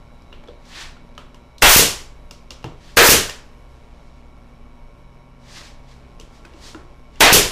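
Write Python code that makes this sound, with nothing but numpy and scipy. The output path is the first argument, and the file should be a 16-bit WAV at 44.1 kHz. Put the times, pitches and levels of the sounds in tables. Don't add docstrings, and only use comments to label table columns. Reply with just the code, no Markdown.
import sys
import numpy as np
from scipy import signal
from scipy.fft import rfft, irfft
from scipy.io import wavfile
from scipy.ndimage import uniform_filter1d

SR = 44100
rng = np.random.default_rng(int(sys.argv[2]) if len(sys.argv) > 2 else 0)


def level_to_linear(level):
    exponent = np.asarray(level, float) / 20
    return 10 ** exponent


def store_wav(level_fs):
    pcm = np.round(np.clip(np.atleast_2d(level_fs), -1, 1) * 32767)
    wavfile.write(sys.argv[1], SR, pcm.T.astype(np.int16))


N = 331191
TIME = np.arange(N) / SR

# hz, density_db (per Hz)
EXHAUST_AIR = [(300, -18), (1000, -8.5), (2500, -3), (4000, -1.5), (6000, 2), (8500, -3), (12000, -4.5),
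               (16000, 1.5)]


def rms_one(x):
    return x / np.sqrt(np.mean(x ** 2) + 1e-20)


def at_hz(points, hz):
    points = np.array(points)
    return np.interp(np.log(hz + 1), np.log(points[:, 0]), points[:, 1])


def coloured(spectrum, size=N):
    hz = np.fft.rfftfreq(size, 1 / SR)
    white = rfft(rng.standard_normal(size))
    return rms_one(irfft(white * level_to_linear(at_hz(spectrum, hz)), size))


def treble(x, corner_hz):
    return signal.sosfilt(signal.butter(2, corner_hz, "high", fs=SR, output="sos"), x)


def drift(rate_hz):
    knots = rng.standard_normal(1000)
    return np.interp(TIME * rate_hz, np.arange(1000), knots)


def ring(hz, t60, size=6000):
    t = TIME[:size]
    return np.sin(2 * np.pi * hz * t) * level_to_linear(-60 * t / t60)


def burst(rise_s, hold_s, t60, size=6000):
    t = TIME[:size]
    return np.minimum(t / rise_s, 1) * level_to_linear(-60 * np.maximum(t - hold_s, 0) / t60)


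def add(out, s, x):
    i = round(s * SR)
    out[i:i + len(x)] += x[:len(out) - i]


def nail_gun():
    # slam_s, slam_db, vent_s, vent_db, crack_db (slam above 2.5 kHz)
    shots = [
        (1.6217, 10, 1.7595, -2.5, 0.5),
        (2.970, 10, 3.087, -3, -1),
        (7.2061, 11, 7.322, 0, -1),
    ]
    # piston_home_s, home_knock_db, bench_shove_db, leak_db (while the trigger is held)
    recoils = [
        (1.7942, -6.5, -3.5, -4.5),
        (3.119, -5, -11.5, -8),
        (7.345, -3.5, -9.5, -25),
    ]
    # hz, level_db (against the slam), t60_s
    nail_spots = [
        (2690, -5.5, 0.15),
        (474, -3.5, 0.12),
        (434.4, -4, 0.05),
    ]
    # hz, density_db (per Hz)
    slam_spectrum = [(40, -24), (150, -24), (400, -3), (1000, 0.5), (2000, 1), (3200, -3.5), (6000, -12),
                     (10000, -25), (16000, -26.5)]
    # hz, level_db, t60_s
    squeal_modes = [(2630, 9, 0.014), (5370, 2, .01)]
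    # hz, level_db, t60_s
    piston_modes = [(423, 1, 0.032), (480, -1, 0.026), (250, -6, 0.015), (123.9, -13.5, 0.044),
                    (630, -5, 0.013), (1813, 5, 0.0066), (2800, 11, 0.0089)]
    # hz, level_db, t60_s
    shove_modes = [(21.77, -2.5, 0.39), (59.4, -4.5, 0.14), (116.3, -8.5, 0.18)]

    lead = 0.0065
    last_air = EXHAUST_AIR[:-1] + [(16000, -16.5)]
    out = np.zeros(N)
    for shot_row, recoil_row, spot_row in zip(shots, recoils, nail_spots):
        slam_s, slam_db, vent_s, vent_db, crack_db = shot_row
        home_s, home_db, shove_db, leak_db = recoil_row
        spot_hz, spot_db, spot_t60 = spot_row
        vent, home = lead + vent_s - slam_s, lead + home_s - slam_s
        shot = np.zeros(36000)
        close = np.zeros(36000)

        add(shot, 0, level_to_linear(-27) * coloured(EXHAUST_AIR, size=300) * np.linspace(0.3, 1, 300))
        add(shot, lead - 0.0018, -level_to_linear(-20.5) * puff(0.0015))

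        cracking = [(hz, db + crack_db * (hz > 2500)) for hz, db in slam_spectrum]
        slam = coloured(cracking, size=6000) * burst(0.00044, 0.0066, 0.08)
        add(shot, lead, level_to_linear(slam_db) * slam)
        add(shot, lead, level_to_linear(slam_db + spot_db) * ring(spot_hz, spot_t60))
        leak = coloured(EXHAUST_AIR, size=8000) * burst(0.081, vent_s - slam_s, 0.027, size=8000)
        add(shot, lead, level_to_linear(leak_db) * leak)

        add(close, vent, level_to_linear(vent_db - 5) * struck(squeal_modes) * burst(0.001, 0.0026, 0.003))
        add(close, vent + 0.0027, level_to_linear(vent_db + 10) * puff(0.0015))
        jet = coloured(EXHAUST_AIR, size=6000) * burst(0.003, home_s - vent_s, 0.039)
        add(shot, vent + 0.004, level_to_linear(vent_db) * jet)

        bleed = coloured(last_air, size=12000) * burst(0.01, 0.0087, 0.296, size=12000)
        add(shot, home, level_to_linear(vent_db - 10.5) * bleed)
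        add(close, home, level_to_linear(-5) * puff(0.0012))
        add(shot, home, level_to_linear(home_db) * struck(piston_modes, spread_db=2.0))

        echo = garage(level_to_linear(-3.5) * shot + level_to_linear(-17.5) * close)
        add(out, slam_s - lead, shot + close + echo)
        shove = sum(level_to_linear(db) * ring(hz, t60, size=20000) for hz, db, t60 in shove_modes)
        add(out, slam_s + 0.013, level_to_linear(shove_db) * shove)
    return out


def struck(modes, spread_db=0):
    luck = rng.standard_normal(len(modes))
    return sum(level_to_linear(db + spread_db * k) * ring(hz, t60) for (hz, db, t60), k in zip(modes, luck))


def puff(width_s):
    t = TIME[:1500] / width_s
    suction = np.sin(np.pi * np.clip((t - 1) / 3, 0, 1))
    return np.sin(np.pi * np.minimum(t, 1)) - 0.033 * suction


def garage(x):
    # hz, t60_s
    echo_times = [(60, .4), (250, 0.297), (1000, 0.47), (3000, 0.38), (6000, 0.38), (10000, 0.26),
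                  (16000, 0.089)]
    out = 0
    white = rng.standard_normal((2, len(x)))
    corners = 40 * 2 ** np.arange(0, 8.8, 0.4)
    for k, (low, high) in enumerate(zip(corners, corners[1:])):
        sos = signal.butter(2, [low, high], "band", fs=SR, output="sos")
        kept = level_to_linear(-120 / SR / at_hz(echo_times, np.sqrt(low * high)))
        energy = signal.sosfilt(sos, x + 1e-12) ** 2
        stored = signal.lfilter([1 - kept], [1, -kept], energy)
        built = uniform_filter1d(stored, size=301, origin=150)
        out = out + np.sqrt(np.abs(built)) * rms_one(signal.sosfilt(sos, white[k % 2]))
    return out


def touches():
    # start_s, tick_db, ring_hz, hardness_db
    contacts = [(0.2199, -53.5, 2250, 8), (0.3277, -29.5, 2820, -17), (0.4382, -43.5, 2270, -4),
                (0.475, -42, 3420, -6), (0.485, -37.5, 3380, -9), (0.6535, -47, 2250, 3),
                (0.9694, -47, 2750, -6), (1.1504, -49, 3900, 0), (1.1786, -30, 3020, -1),
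                (1.3448, -39.5, 2850, 1), (1.582, -34.5, 4140, 4), (2.3099, -30.5, 2804, 4.5),
                (2.506, -27, 2800, 3), (2.5188, -36, 2800, 2), (2.6279, -42.5, 2860, -3),
                (2.6421, -28.5, 2780, -0.5), (2.9195, -50, 2270, 7), (3.2962, -20, 2800, 4),
                (6.1983, -34, 2870, 5), (6.2109, -37, 3150, 0), (6.4514, -35, 2520, -1.5),
                (6.536, -42, 2740, -5), (6.675, -45, 3750, -5), (6.7461, -37.5, 2760, -2),
                (7.1575, -40.5, 2800, 0)]
    # start_s, knock_db, knock_hz (panel), thud_db, thud_hz (bench)
    wood_knocks = [(0.326, -43, 1400, -40, 390), (0.437, -42.5, 840, -50, 250), (0.484, -43, 706, -31, 483),
                   (0.967, -42.5, 1390, -54, 262), (1.179, -32, 1250, -38, 560),
                   (1.345, -45, 1040, -59, 556), (2.312, -41.5, 910, -42, 270),
                   (2.51, -38.5, 1167, -38, 519), (2.643, -25, 867, -19.5, 124.2),
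                   (3.294, -25.5, 1820, -35, 420), (6.195, -50, 936, -40.5, 272),
                   (6.45, -37.5, 1500, -39.5, 328), (6.541, -49.5, 781, -38, 317),
                   (6.747, -32.5, 1390, -30, 324)]
    # hz, density_db (per Hz)
    tick_spectrum = [(1200, -20.5), (2200, -4), (3800, 3.5), (5000, -15.5), (8000, -33)]
    # hz, density_db (per Hz)
    upper_spectrum = [(3000, -22), (4800, 2), (7500, -7.5), (9500, -16.5), (14000, -26)]
    # hz, level_db, t60_s
    panel_modes = [(1020, -3, 0.062), (1310, 0.5, 0.031), (1610, -1, 0.016), (770, -4, 0.0083)]
    # hz, level_db, t60_s
    bench_modes = [(149.5, -4.5, 0.033), (75, -3, .1), (335, -2, 0.077), (450, -2, 0.087),
                   (621, -15, 0.048)]

    out = np.zeros(N)
    for s, tick_db, ring_hz, hard_db in contacts:
        upper_db = tick_db - 11 + hard_db
        snap_db = tick_db - 20.5 + 1.1 * hard_db
        contact = burst(0.00028, 0.0013, 0.019)
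        tick = 0.81 * ring(ring_hz, 0.033) + 0.47 * ring(ring_hz, 0.025)
        tick += 0.49 * coloured(tick_spectrum, size=6000) * contact
        upper = coloured(upper_spectrum, size=6000) * contact
        snap = coloured(EXHAUST_AIR, size=6000) * burst(0.00026, 0.0005, 0.016)
        add(out, s, level_to_linear(tick_db - 6.0) * tick + level_to_linear(upper_db) * upper + level_to_linear(snap_db) * snap)

    thud_rise = np.minimum(TIME[:6000] / 0.005, 1)
    for s, knock_db, knock_hz, thud_db, thud_hz in wood_knocks:
        knock = ring(knock_hz, 0.05) + 0.68 * struck(panel_modes, spread_db=3.5)
        thud = thud_rise * (ring(thud_hz, 0.07) + 0.6 * struck(bench_modes, spread_db=3))
        add(out, s, -level_to_linear(knock_db - 2.5) * knock)
        add(out, s + 0.001, -level_to_linear(thud_db) * thud)
    return out


def slides():
    # full_speed_s, held_s, rub_db, brightness_db
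    strokes = [(0.69, 0.01, -55.5, 9), (0.763, 0.051, -35.5, 2), (2.85, 0.05, -50, 5.5),
               (3.7, .5, -70.5, 7.5), (5.48, 0.078, -50.5, 6), (5.583, 0.0019, -39.5, 5),
               (5.645, .01, -45.5, 4.5), (5.91, 0.0065, -53.5, 5), (6.345, .01, -58, 7.5),
               (6.644, 0.029, -45, 9), (7.16, .04, -57, 2.5)]
    # hz, density_db (per Hz)
    rub_spectrum = [(180, -49), (300, 2), (470, -13), (546, -8.5), (1040, 2.5), (1430, -1.5), (1750, 4),
                    (4590, 0.5), (14200, -29.5), (16000, -59)]
    speed_up, slow_down = 227.5, 210.5

    rub = ragged(coloured(rub_spectrum)) * level_to_linear(1.2 * drift(90) + 0.8 * drift(25))
    bright = treble(rub, 4500)
    power, upper = np.zeros(N), np.zeros(N)
    for s, hold_s, rub_db, bright_db in strokes:
        before_s = np.maximum(s - TIME, 0)
        after_s = np.maximum(TIME - s - hold_s, 0)
        stroke = level_to_linear(rub_db - (speed_up * before_s + slow_down * after_s))
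        power += stroke ** 2
        upper += (stroke * (level_to_linear(bright_db) - 1)) ** 2
    return np.sqrt(power) * rub + np.sqrt(upper) * bright


def ragged(x):
    out = np.zeros(N)
    corners = 150 * 2.0 ** np.arange(8)
    for low, high in zip(corners, corners[1:]):
        sos = signal.butter(1, [low, min(high, 20000)], "band", fs=SR, output="sos")
        out += level_to_linear(2.2 * drift(35)) * signal.sosfilt(sos, x)
    return rms_one(out)


def room_tone():
    # hz, density_db (per Hz)
    air_spectrum = [(12, -36.5), (20, 6.5), (102, -13), (134, -36.5), (181, -19), (196, -23), (244, -12),
                    (280, -17.5), (567, -18.5), (877, -22.5), (1090, -24), (1180, -25.5), (2270, -34.5),
                    (2530, -33.5), (13300, -59.5)]
    # time_s, level_db
    motor_load = [(0.0, -53), (0.65, -54), (1.5, -54), (3.6, -53), (5.3, -55.5), (5.6, -54), (6.64, -51.5),
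                  (7.1, -54)]
    # pitch_hz, level_db
    hum_lines = [(59.2, -51), (129.2, -56), (172.3, -59), (236.9, -59.5), (258.4, -64), (559.9, -72),
                 (586.8, -63), (710.6, -72.5), (829.0, -69), (947.5, -65), (1066, -65.5), (1125, -67),
                 (1362, -69.5), (2245, -75), (2659, -84.5), (2955, -77)]
    # centre_hz, width_hz, level_db, change_db_per_s
    bearing_bands = [(2250, 73, -66, -0.03), (3900, 35, -70, -1.16), (5450, 250, -76, 0)]
    rotor_hz = 59.2

    pulse = 1 + 0.39 * np.sin(4 * np.pi * rotor_hz * TIME)
    air = coloured(air_spectrum) * pulse * level_to_linear(0.54 * drift(12))
    load_db = np.interp(TIME, *np.transpose(motor_load))
    hiss_lift_db = 2.3 + 0.76 * (load_db - load_db.mean())
    air = air + (level_to_linear(hiss_lift_db) - 1) * treble(air, 2500)
    out = air * level_to_linear(load_db + 7.5) + draught()
    for hz, db in hum_lines:
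        wobble = (0.5 + 110 / hz) * drift(11)
        out += level_to_linear(db + 2.0 + 2.7 * drift(7.3)) * np.sin(2 * np.pi * hz * TIME + wobble)
    for hz, width_hz, db, db_per_s in bearing_bands:
        b, a = signal.iirpeak(hz, hz / width_hz, SR)
        out += level_to_linear(db + db_per_s * TIME) * rms_one(signal.lfilter(b, a, rng.standard_normal(N)))
    return signal.sosfilt(signal.cheby2(8, 40, 14400, fs=SR, output="sos"), out)


def draught():
    # start_s, level_db
    air_blasts = [
        (1.629, 1),
        (1.77, -20),
        (2.99, -36),
        (3.089, -17),
        (7.22, -35),
        (7.34, -20),
    ]
    # hz, density_db (per Hz)
    gust_spectrum = [(10, -5.5), (20, 8), (40, -6.5), (80, -17), (150, -53)]
    rise_s, hold_s = 0.0067, 0.012

    strength = level_to_linear(-44.5 + 2 * drift(20))
    for s, db in air_blasts:
        push = level_to_linear(db) * burst(rise_s, rise_s + hold_s, 0.18, size=30000)
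        wake = level_to_linear(-35) * burst(rise_s, 0, 1.61, size=30000)
        add(strength, s, push + wake)
    return level_to_linear(-3.5) * strength * coloured(gust_spectrum)


def scene():
    small = touches() + slides()
    mix = nail_gun() + small + level_to_linear(-3.5) * garage(small) + room_tone()
    return np.array([mix, mix])


def roll_off(x):
    return signal.sosfilt(signal.butter(12, 16640, fs=SR, output="sos"), x)


def record(dry):
    ceiling, knee, lift = 0.56, 5.0, 0.25
    dulled = signal.lfilter([1 - lift], [1, -lift], dry[0])
    clipped = dulled / (1 + np.abs(dulled / ceiling) ** knee) ** (1 / knee)
    overdrive = np.tanh(0.71 * uniform_filter1d(np.abs(dulled - clipped), size=400))
    lifted = signal.lfilter([1, -lift], [1 - lift], clipped) * level_to_linear(-2.5 * overdrive)
    buzzing = lifted + level_to_linear(-18.5) * overdrive * rng.standard_normal(N)
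    cut = signal.sosfiltfilt(signal.cheby2(10, 24, 15650, fs=SR, output="sos"), buzzing)
    return roll_off(np.array([cut, cut]))


dry = scene()
out = record(dry)
store_wav(out)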